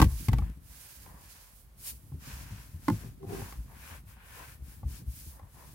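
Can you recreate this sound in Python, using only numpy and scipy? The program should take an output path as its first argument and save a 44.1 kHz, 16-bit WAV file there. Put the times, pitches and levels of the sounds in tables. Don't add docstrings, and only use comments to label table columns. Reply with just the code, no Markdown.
import sys
import numpy as np
from scipy import signal
from scipy.fft import rfft, irfft, next_fast_len
from scipy.io import wavfile
from scipy.ndimage import uniform_filter1d

SR = 44100
rng = np.random.default_rng(int(sys.argv[2]) if len(sys.argv) > 2 else 0)


def materialize(psi):
    bounded = np.clip(np.atleast_2d(psi).T, -1, 1)
    quanta = np.round(bounded * 32767).astype(np.int16)
    wavfile.write(sys.argv[1], SR, quanta)


N = 253486
TIME_S = np.arange(N) / SR
EVENT_S = TIME_S[:SR // 3]

# frequency in Hz, coherence 0 to 1.
LIKENESS = [(60, .94), (130, 0.86), (300, 0.65), (700, 0.46), (1400, 0.044), (4000, 0.014), (15000, 0.078)]


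def undb(db):
    return 10 ** (np.asarray(db) / 20)


def unit(x):
    return x / np.sqrt(np.mean(x ** 2))


def read(points, hz):
    table_hz, value = np.transpose(points)
    return np.interp(np.log(hz + 1), np.log(table_hz), value)


def pan(left_minus_right_db):
    db = np.atleast_1d(left_minus_right_db)
    return undb(np.array([db, -db]) / 2)


def colour(x, spectrum, peaks=()):
    length = x.shape[1]
    size = next_fast_len(length)
    hz = np.arange(size // 2 + 1) * SR / size
    gain = undb(read(spectrum, hz))
    for centre_hz, width_hz, db in peaks:
        gain = gain + undb(db) / (1 + (2 * (hz - centre_hz) / width_hz) ** 2)
    coherence = np.clip(read(LIKENESS, hz), 0, 1)
    shares = np.sqrt([1 + coherence, 1 - coherence])
    mid, side = irfft(rfft(x, size) * gain * shares, size)[:, :length]
    return unit(np.array([mid + side, mid - side]))


def walk(rate_hz):
    step = int(SR / rate_hz)
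    held = np.repeat(rng.standard_normal(N // step + 1), step)
    return 1.2 * uniform_filter1d(held, step)[:N]


def slips(rate_hz, spread_db):
    happens = rng.random(N) < rate_hz / SR
    sizes = undb(spread_db * rng.standard_normal(N))
    return happens * sizes * rng.standard_normal((2, N))


def efforts(moves, levels_db, law):
    cloth_lag_s = 0.035
    power = np.zeros(N)
    for (peak_s, rise_s, fall_s, *_), db in zip(moves, levels_db):
        corners_s = [peak_s - rise_s, peak_s, peak_s + fall_s]
        span = slice(*np.searchsorted(TIME_S, [corners_s[0], corners_s[-1]]))
        phase = np.interp(TIME_S[span], corners_s, [-1, 0, 1])
        speed = np.cos(np.pi / 2 * phase)
        power[span] += (undb(db) * speed ** law) ** 2
    return uniform_filter1d(np.sqrt(power), int(cloth_lag_s * SR))


def press(swell_s):
    push = EVENT_S / max(swell_s, .002)
    return push * np.exp(1 - push)


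def fade(t60_s):
    return np.exp(-np.log(1000) * EVENT_S / t60_s)


def burst(spectrum, envelope):
    return colour(rng.standard_normal((2, len(EVENT_S))), spectrum) * envelope


def ring(modes, scatter_db, detune, tilt_db=0):
    hz, db, t60_s = np.transpose(modes)
    size, shift, lag = rng.standard_normal((len(hz), 3)).T
    apart_rad = .5 * np.sign(lag) * np.arccos(np.clip(read(LIKENESS, hz), 0, 1))
    side_phase = np.exp(1j * np.outer([.5, -.5], apart_rad))
    polarity = (-1) ** np.arange(len(hz))
    octaves = np.log2(hz / np.median(hz))
    weights = polarity * undb(db + scatter_db * size + tilt_db * octaves) * side_phase
    poles = 2j * np.pi * hz * (1 + detune * shift) - np.log(1000) / t60_s
    onset = 1 - np.exp(-EVENT_S / 0.00076)
    return (weights @ np.exp(np.outer(poles, EVENT_S))).imag * onset


def tick():
    # frequency in Hz, relative level in dB.
    crack_spectrum = [(300, 14), (1000, -11.5), (2000, 4), (3200, 0), (5200, -2.5), (7000, -7),
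                      (11000, -5.5), (15500, -7)]
    decay = fade(0.032) + undb(-22) * fade(0.2)
    onset = 1 - np.exp(-EVENT_S / 0.00043)
    return burst(crack_spectrum, decay * onset) * pan(1.7) / 2


def thump(hz, swell_s):
    boom_hz, boom_db, boom_t60_s = 55, -17, 0.89
    overtone_ratio, overtone_db = 1.85, -12
    cycle = 2 * np.pi * hz * EVENT_S
    padding = press(swell_s) * (np.sin(cycle) + undb(overtone_db) * np.sin(overtone_ratio * cycle))
    boom_envelope = (1 - np.exp(-EVENT_S * boom_hz)) * fade(boom_t60_s)
    boom_envelope = boom_envelope * (1 - EVENT_S / EVENT_S[-1])
    boom = boom_envelope * np.sin(2 * np.pi * boom_hz * EVENT_S)
    return (padding + undb(boom_db) * boom) * pan(1.8)


def add(out, start_s, sound):
    start = max(int(start_s * SR), 0)
    out[:, start:start + len(EVENT_S)] += sound[:, :N - start]


def cabin_air():
    # frequency in Hz, relative level in dB.
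    air_spectrum = [(20, -21.5), (55, 1.5), (120, -20), (250, -30.5), (500, -29.5), (1200, -33),
                    (3000, -39), (15500, -45.5)]
    return undb(-57) * colour(rng.standard_normal((2, N)), air_spectrum)


def cushion():
    # time in seconds, rumble level in dB before its wander.
    weight = [(.09, -46), (.44, -37), (.6, -53.5), (.92, -64.5), (1.15, -53), (1.45, -64.5), (2.0, -55.5),
              (2.36, -45.5), (2.66, -52.5), (3.45, -47), (4.15, -58), (5.0, -46), (5.16, -55), (5.75, -52)]
    # start in seconds, thump level in dB before gain, thump frequency in Hz,
    # level of the scuffed hide in dB before gain.
    bumps = [(.001, -15, 58.2, -18.5), (.021, -18, 93, -22.5), (.047, -17.5, 59, -38),
             (.109, -26.5, 67.2, -53), (0.139, -29.5, 53.8, -64), (0.309, -20.5, 58.6, -29),
             (.36, -23.5, 59.7, -35), (1.913, -46.5, 63, -46.5), (2.028, -48, 92.4, -57),
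             (2.127, -35.5, 79.6, -41.5), (2.267, -43, 138.6, -50), (2.319, -38, 64, -55),
             (2.512, -36, 101.7, -52), (2.733, -35.5, 83, -56), (2.91, -25, 107.6, -29.5),
             (3.039, -39.5, 115, -43.5), (3.262, -36.5, 102, -48), (3.571, -31.5, 55.5, -43),
             (3.908, -41.5, 75.7, -49.5), (4.057, -47, 99.6, -65), (4.606, -35.5, 65, -60),
             (4.847, -25.5, 67, -44), (5.005, -50, 103, -45.5), (5.063, -28.5, 62, -51),
             (5.256, -39.5, 76, -47.5)]
    # frequency in Hz, relative level in dB.
    rumble_spectrum = [(20, -37.5), (35, -13), (55, 4), (85, -4), (130, -4), (200, -12.5), (300, -18.5),
                       (450, -35), (1000, -51.5)]
    scuff_spectrum = [(70, -18.5), (150, 5), (280, -2), (380, -12.5), (550, -21), (1200, -38)]
    bump_gain_db, scuff_gain_db = 1, -6
    swell_s = 0.014

    weight_s, weight_db = np.transpose(weight)
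    rumble_db = np.interp(TIME_S, weight_s, weight_db) + walk(6.4)
    out = colour(slips(rate_hz=400, spread_db=2), rumble_spectrum) * undb(rumble_db) * pan(1.27)
    for start_s, db, hz, scuff_db in bumps:
        add(out, start_s, undb(db + bump_gain_db) * thump(hz, swell_s))
        add(out, start_s, undb(scuff_db + scuff_gain_db) * burst(scuff_spectrum, press(swell_s)))
    return out


def frame_taps():
    # start in seconds, ring, tick and thump levels in dB before gain, thump frequency in Hz.
    taps = [(.284, -28, -32, -17, 111), (.331, -26.5, -34.5, -21, 124.4), (.384, -31, -42.5, -25, 68),
            (.42, -41.5, -60, -21, 67), (1.061, -49, -61, -55, 57), (2.118, -55, -72, -36.5, 128),
            (3.228, -50, -62, -49, 60.3), (3.416, -38.5, -57, -35, 107), (3.524, -41.5, -48.5, -43, 57.3),
            (4.167, -53, -65, -62, 64), (4.83, -45.5, -72, -35, 95), (5.394, -45.5, -61, -57, 56),
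            (5.429, -58, -69, -42, 91)]
    # frequency in Hz before detuning, relative level in dB
    # before scatter and tilt, t60 in seconds.
    frame_modes = [(524, -16, 0.057), (692, -7, 0.021), (781, -1.5, 0.044), (871, -4.5, 0.065),
                   (1080, 1.5, 0.035), (1103, -0.5, 0.034), (1274, -9, 0.039), (1532, -13.5, 0.044),
                   (2060, -8, 0.041)]
    body_modes = [(174, 1, 0.27), (223, 5, 0.046), (315, -22, 0.054), (418, -6, 0.064), (540, 1.5, 0.043)]
    ring_gain_db, tick_gain_db, thump_gain_db = -3, 10, 3
    body_under_ring_db = -15
    crisp_tick_minus_ring_db, padding_tilt = -9.5, 0.59

    out = np.zeros((2, N))
    for start_s, ring_db, tick_db, thump_db, hz in taps:
        tilt_db = padding_tilt * (tick_db - ring_db - crisp_tick_minus_ring_db)
        frame = ring(frame_modes, scatter_db=0.5, detune=0.048, tilt_db=tilt_db) * pan(0.51)
        body = ring(body_modes, scatter_db=7.5, detune=0.014)
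        add(out, start_s, undb(ring_db + ring_gain_db) * (frame + undb(body_under_ring_db) * body))
        add(out, start_s, undb(tick_db + tick_gain_db) * tick())
        add(out, start_s, undb(thump_db + thump_gain_db) * thump(hz, swell_s=0.0058))
    return out


def knocks(blows, modes, scatter_db, detune, pan_db):
    out = np.zeros((2, N))
    for start_s, ring_db, tick_db in blows:
        part = ring(modes, scatter_db, detune) * pan(pan_db)
        add(out, start_s, undb(ring_db) * part + undb(tick_db) * tick())
    return out


def trim_knocks():
    # start in seconds, ring gain in dB, tick gain in dB.
    blows = [(0.0, -16, -15.5), (0.016, -17.5, -12), (0.0226, -14.5, -15), (0.0423, -34.5, -23.5)]
    # frequency in Hz before detuning, relative level in dB before scatter, t60 in seconds.
    modes = [(133.6, -2.5, 0.125), (193.3, -2, .07), (316, -6, 0.068), (545, -12, .06), (570, -22, .042),
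             (766, -6.5, 0.025), (902, -0.5, 0.023), (970, -5, 0.036), (1116, 1, 0.032),
             (1574, -13.5, 0.06), (1976, -16.5, 0.033), (2340, -27.5, .035), (2910, -24, .05),
             (3230, -23.5, .045)]
    return knocks(blows, modes, scatter_db=1.6, detune=0.0094, pan_db=-.3)


def panel_knocks():
    # start in seconds, ring gain in dB, tick gain in dB.
    blows = [(2.8819, -20, -22.5), (2.899, -25.5, -30)]
    # frequency in Hz before detuning, relative level in dB before scatter, t60 in seconds.
    modes = [(173.6, -7.5, 0.21), (220, -5.5, .15), (284, 3, 0.078), (328.6, -1, 0.14), (519, -16, 0.1),
             (600, -14, 0.028), (866, -3, 0.053), (953, -6.5, 0.047), (1057, -6, .04), (1220, -19, 0.057),
             (1430, -8.5, 0.03), (1740, -12, 0.03), (2030, -20, 0.066)]
    return knocks(blows, modes, scatter_db=2.5, detune=0.0024, pan_db=-1.7)


def judder():
    # hardest grip in seconds, rise in seconds, fall in seconds, level in dB before gain.
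    grips = [(1.06, 0.015, 0.03, -60.5), (3.06, 0.083, 0.046, -53.5), (3.231, 0.029, 0.059, -42.5),
             (3.325, 0.068, 0.14, -38)]
    # frequency in Hz, relative level in dB.
    grip_spectrum = [(70, -22), (160, -14), (260, 0), (430, -3), (560, -28), (800, -21), (1100, -27),
                     (2500, -39.5)]
    # centre in Hz, width in Hz, relative level in dB.
    grip_peaks = [(159, 19, 11.5), (388, 12, 9), (492, 15, -1.5), (698, 52, -6.5), (790, 32, -7.5)]
    force = efforts(grips, np.transpose(grips)[-1], law=1.73)
    return colour(slips(rate_hz=450, spread_db=2.5), grip_spectrum, grip_peaks) * force * undb(1.5)


def wiping():
    # fastest moment, speeding-up and slowing-down times in seconds, levels of fibre hiss,
    # top-octave sheen and leather rasp in dB before gain, left minus right in dB before the layer's pan.
    strokes = [(.255, .25, 0.044, -51, -48.5, -66, -5.5), (.42, 0.36, 0.17, -71.5, -66, -61.5, -5),
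               (0.791, 0.19, 0.22, -59, -56.5, -66.5, -5.5), (.98, 0.38, 0.19, -59.5, -57, -65.5, -6),
               (1.331, 0.24, 0.27, -59.5, -58, -64.5, -4), (1.58, 0.084, 0.091, -67, -60.5, -92, -4.5),
               (1.84, 0.074, 0.17, -56.5, -51, -72, 0), (1.884, .055, 0.043, -44, -38.5, -65, 0.5),
               (2.04, 0.21, 0.21, -75.5, -67.5, -84.5, -6.5), (2.292, 0.11, 0.22, -53, -54, -53.5, -3.5),
               (2.52, 0.2, .2, -59, -60, -57.5, -1.5), (2.65, 0.086, 0.22, -66, -61.5, -68, 1),
               (2.952, 0.19, 0.21, -57.5, -56, -59, 0.5), (3.365, 0.11, 0.25, -53.5, -52, -53, -1),
               (3.56, 0.12, 0.46, -69.5, -66, -71.5, -4), (3.912, 0.22, 0.11, -58, -54.5, -53.5, 1.5),
               (4.115, 0.064, 0.05, -66.5, -60, -62, 2), (4.24, 0.14, 0.23, -84, -74, -60, 2),
               (4.414, .21, 0.19, -59, -55, -55, 1.5), (4.69, 0.079, 0.16, -63.5, -57.5, -66.5, 1),
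               (4.945, 0.092, 0.097, -56, -53.5, -63.5, 2), (5.2, 0.16, 0.22, -58, -52, -72, 0.5),
               (5.63, 0.17, 0.62, -65, -60, -68.5, 1.5)]
    # hardest moment, rise and fall in seconds, rub level in dB.
    presses = [(.07, 0.048, 0.12, -56), (.44, .05, 0.076, -60.5), (1.09, 0.077, 0.2, -58.5),
               (1.4, 0.067, 0.16, -67), (3.03, 0.12, 0.052, -63), (3.37, 0.13, 0.23, -54),
               (3.72, 0.055, .06, -60), (3.92, 0.042, .06, -54.5), (4.41, 0.065, 0.053, -51),
               (5.38, 0.099, 0.14, -62.5), (5.61, 0.089, 0.12, -58.5)]
    # frequency in Hz, relative level in dB.
    hiss_spectrum = [(300, -7.5), (1000, -10), (2500, -1), (3600, -0.5), (4900, 3), (6800, 2.5), (9000, -3),
                     (11000, -18.5), (15500, -46.5)]
    sheen_spectrum = [(5000, -30), (8000, -7.5), (10000, -3), (11200, -1.5), (13000, -4), (15500, -4.5)]
    rub_spectrum = [(120, -23.5), (300, -10.5), (500, -4.5), (750, -5.5), (1000, -5.5), (1300, -13),
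                    (1800, -7), (4000, -36)]
    rasp_spectrum = [(700, -26), (1250, -9), (1500, -14), (2100, -9), (2750, -10), (3200, -12), (8000, -37)]
    # centre in Hz, width in Hz, relative level in dB.
    rub_peaks = [(1000, 260, -1)]
    rasp_peaks = [(1544, 360, -3.5), (1758, 57, -7), (2453, 560, -12.5)]
    hiss_law, sheen_law, rasp_law, press_law = 1.31, 1, 1.33, 1.1
    resting_sheen_db = -71.5
    rub_under_rasp_db = -5
    sheen_gain_db = 2
    flutter_db, catch_db = 0.87, 0.54

    *_, hiss_db, sheen_db, rasp_db, pan_db = np.transpose(strokes)
    sides_db = pan_db / 2, -pan_db / 2
    brushing = np.array([efforts(strokes, hiss_db + side_db, hiss_law) for side_db in sides_db])
    gliding = np.array([efforts(strokes, sheen_db + side_db, sheen_law) for side_db in sides_db])
    gliding = np.hypot(gliding, undb(resting_sheen_db))
    dragging = efforts(strokes, rasp_db, rasp_law)
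    pressing = efforts(presses, np.transpose(presses)[-1], press_law)
    leaning = np.hypot(dragging * undb(rub_under_rasp_db), pressing)

    hiss = colour(slips(rate_hz=44000, spread_db=3), hiss_spectrum) * brushing * pan(2.9)
    sheen = colour(slips(rate_hz=62000, spread_db=1.5), sheen_spectrum) * gliding
    sheen = sheen * undb(sheen_gain_db) * pan(-2)
    rub = colour(slips(rate_hz=9600, spread_db=0.5), rub_spectrum, rub_peaks) * leaning
    rasp = colour(slips(rate_hz=7000, spread_db=1), rasp_spectrum, rasp_peaks) * dragging
    fibres = (hiss + sheen) * undb(flutter_db * walk(45))
    pressed = (rub + rasp) * undb(catch_db * walk(35)) * pan(2.7)
    return fibres + pressed


def scene():
    contacts = cushion() + frame_taps() + trim_knocks() + panel_knocks()
    return cabin_air() + contacts + judder() + wiping()


def record(dry):
    bass_cut = signal.butter(4, 38, "high", fs=SR, output="sos")
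    top_cut = signal.ellip(10, .2, 70, 15850, fs=SR, output="sos")
    return signal.sosfilt(top_cut, signal.sosfilt(bass_cut, dry))


dry = scene()
out = record(dry)
materialize(out)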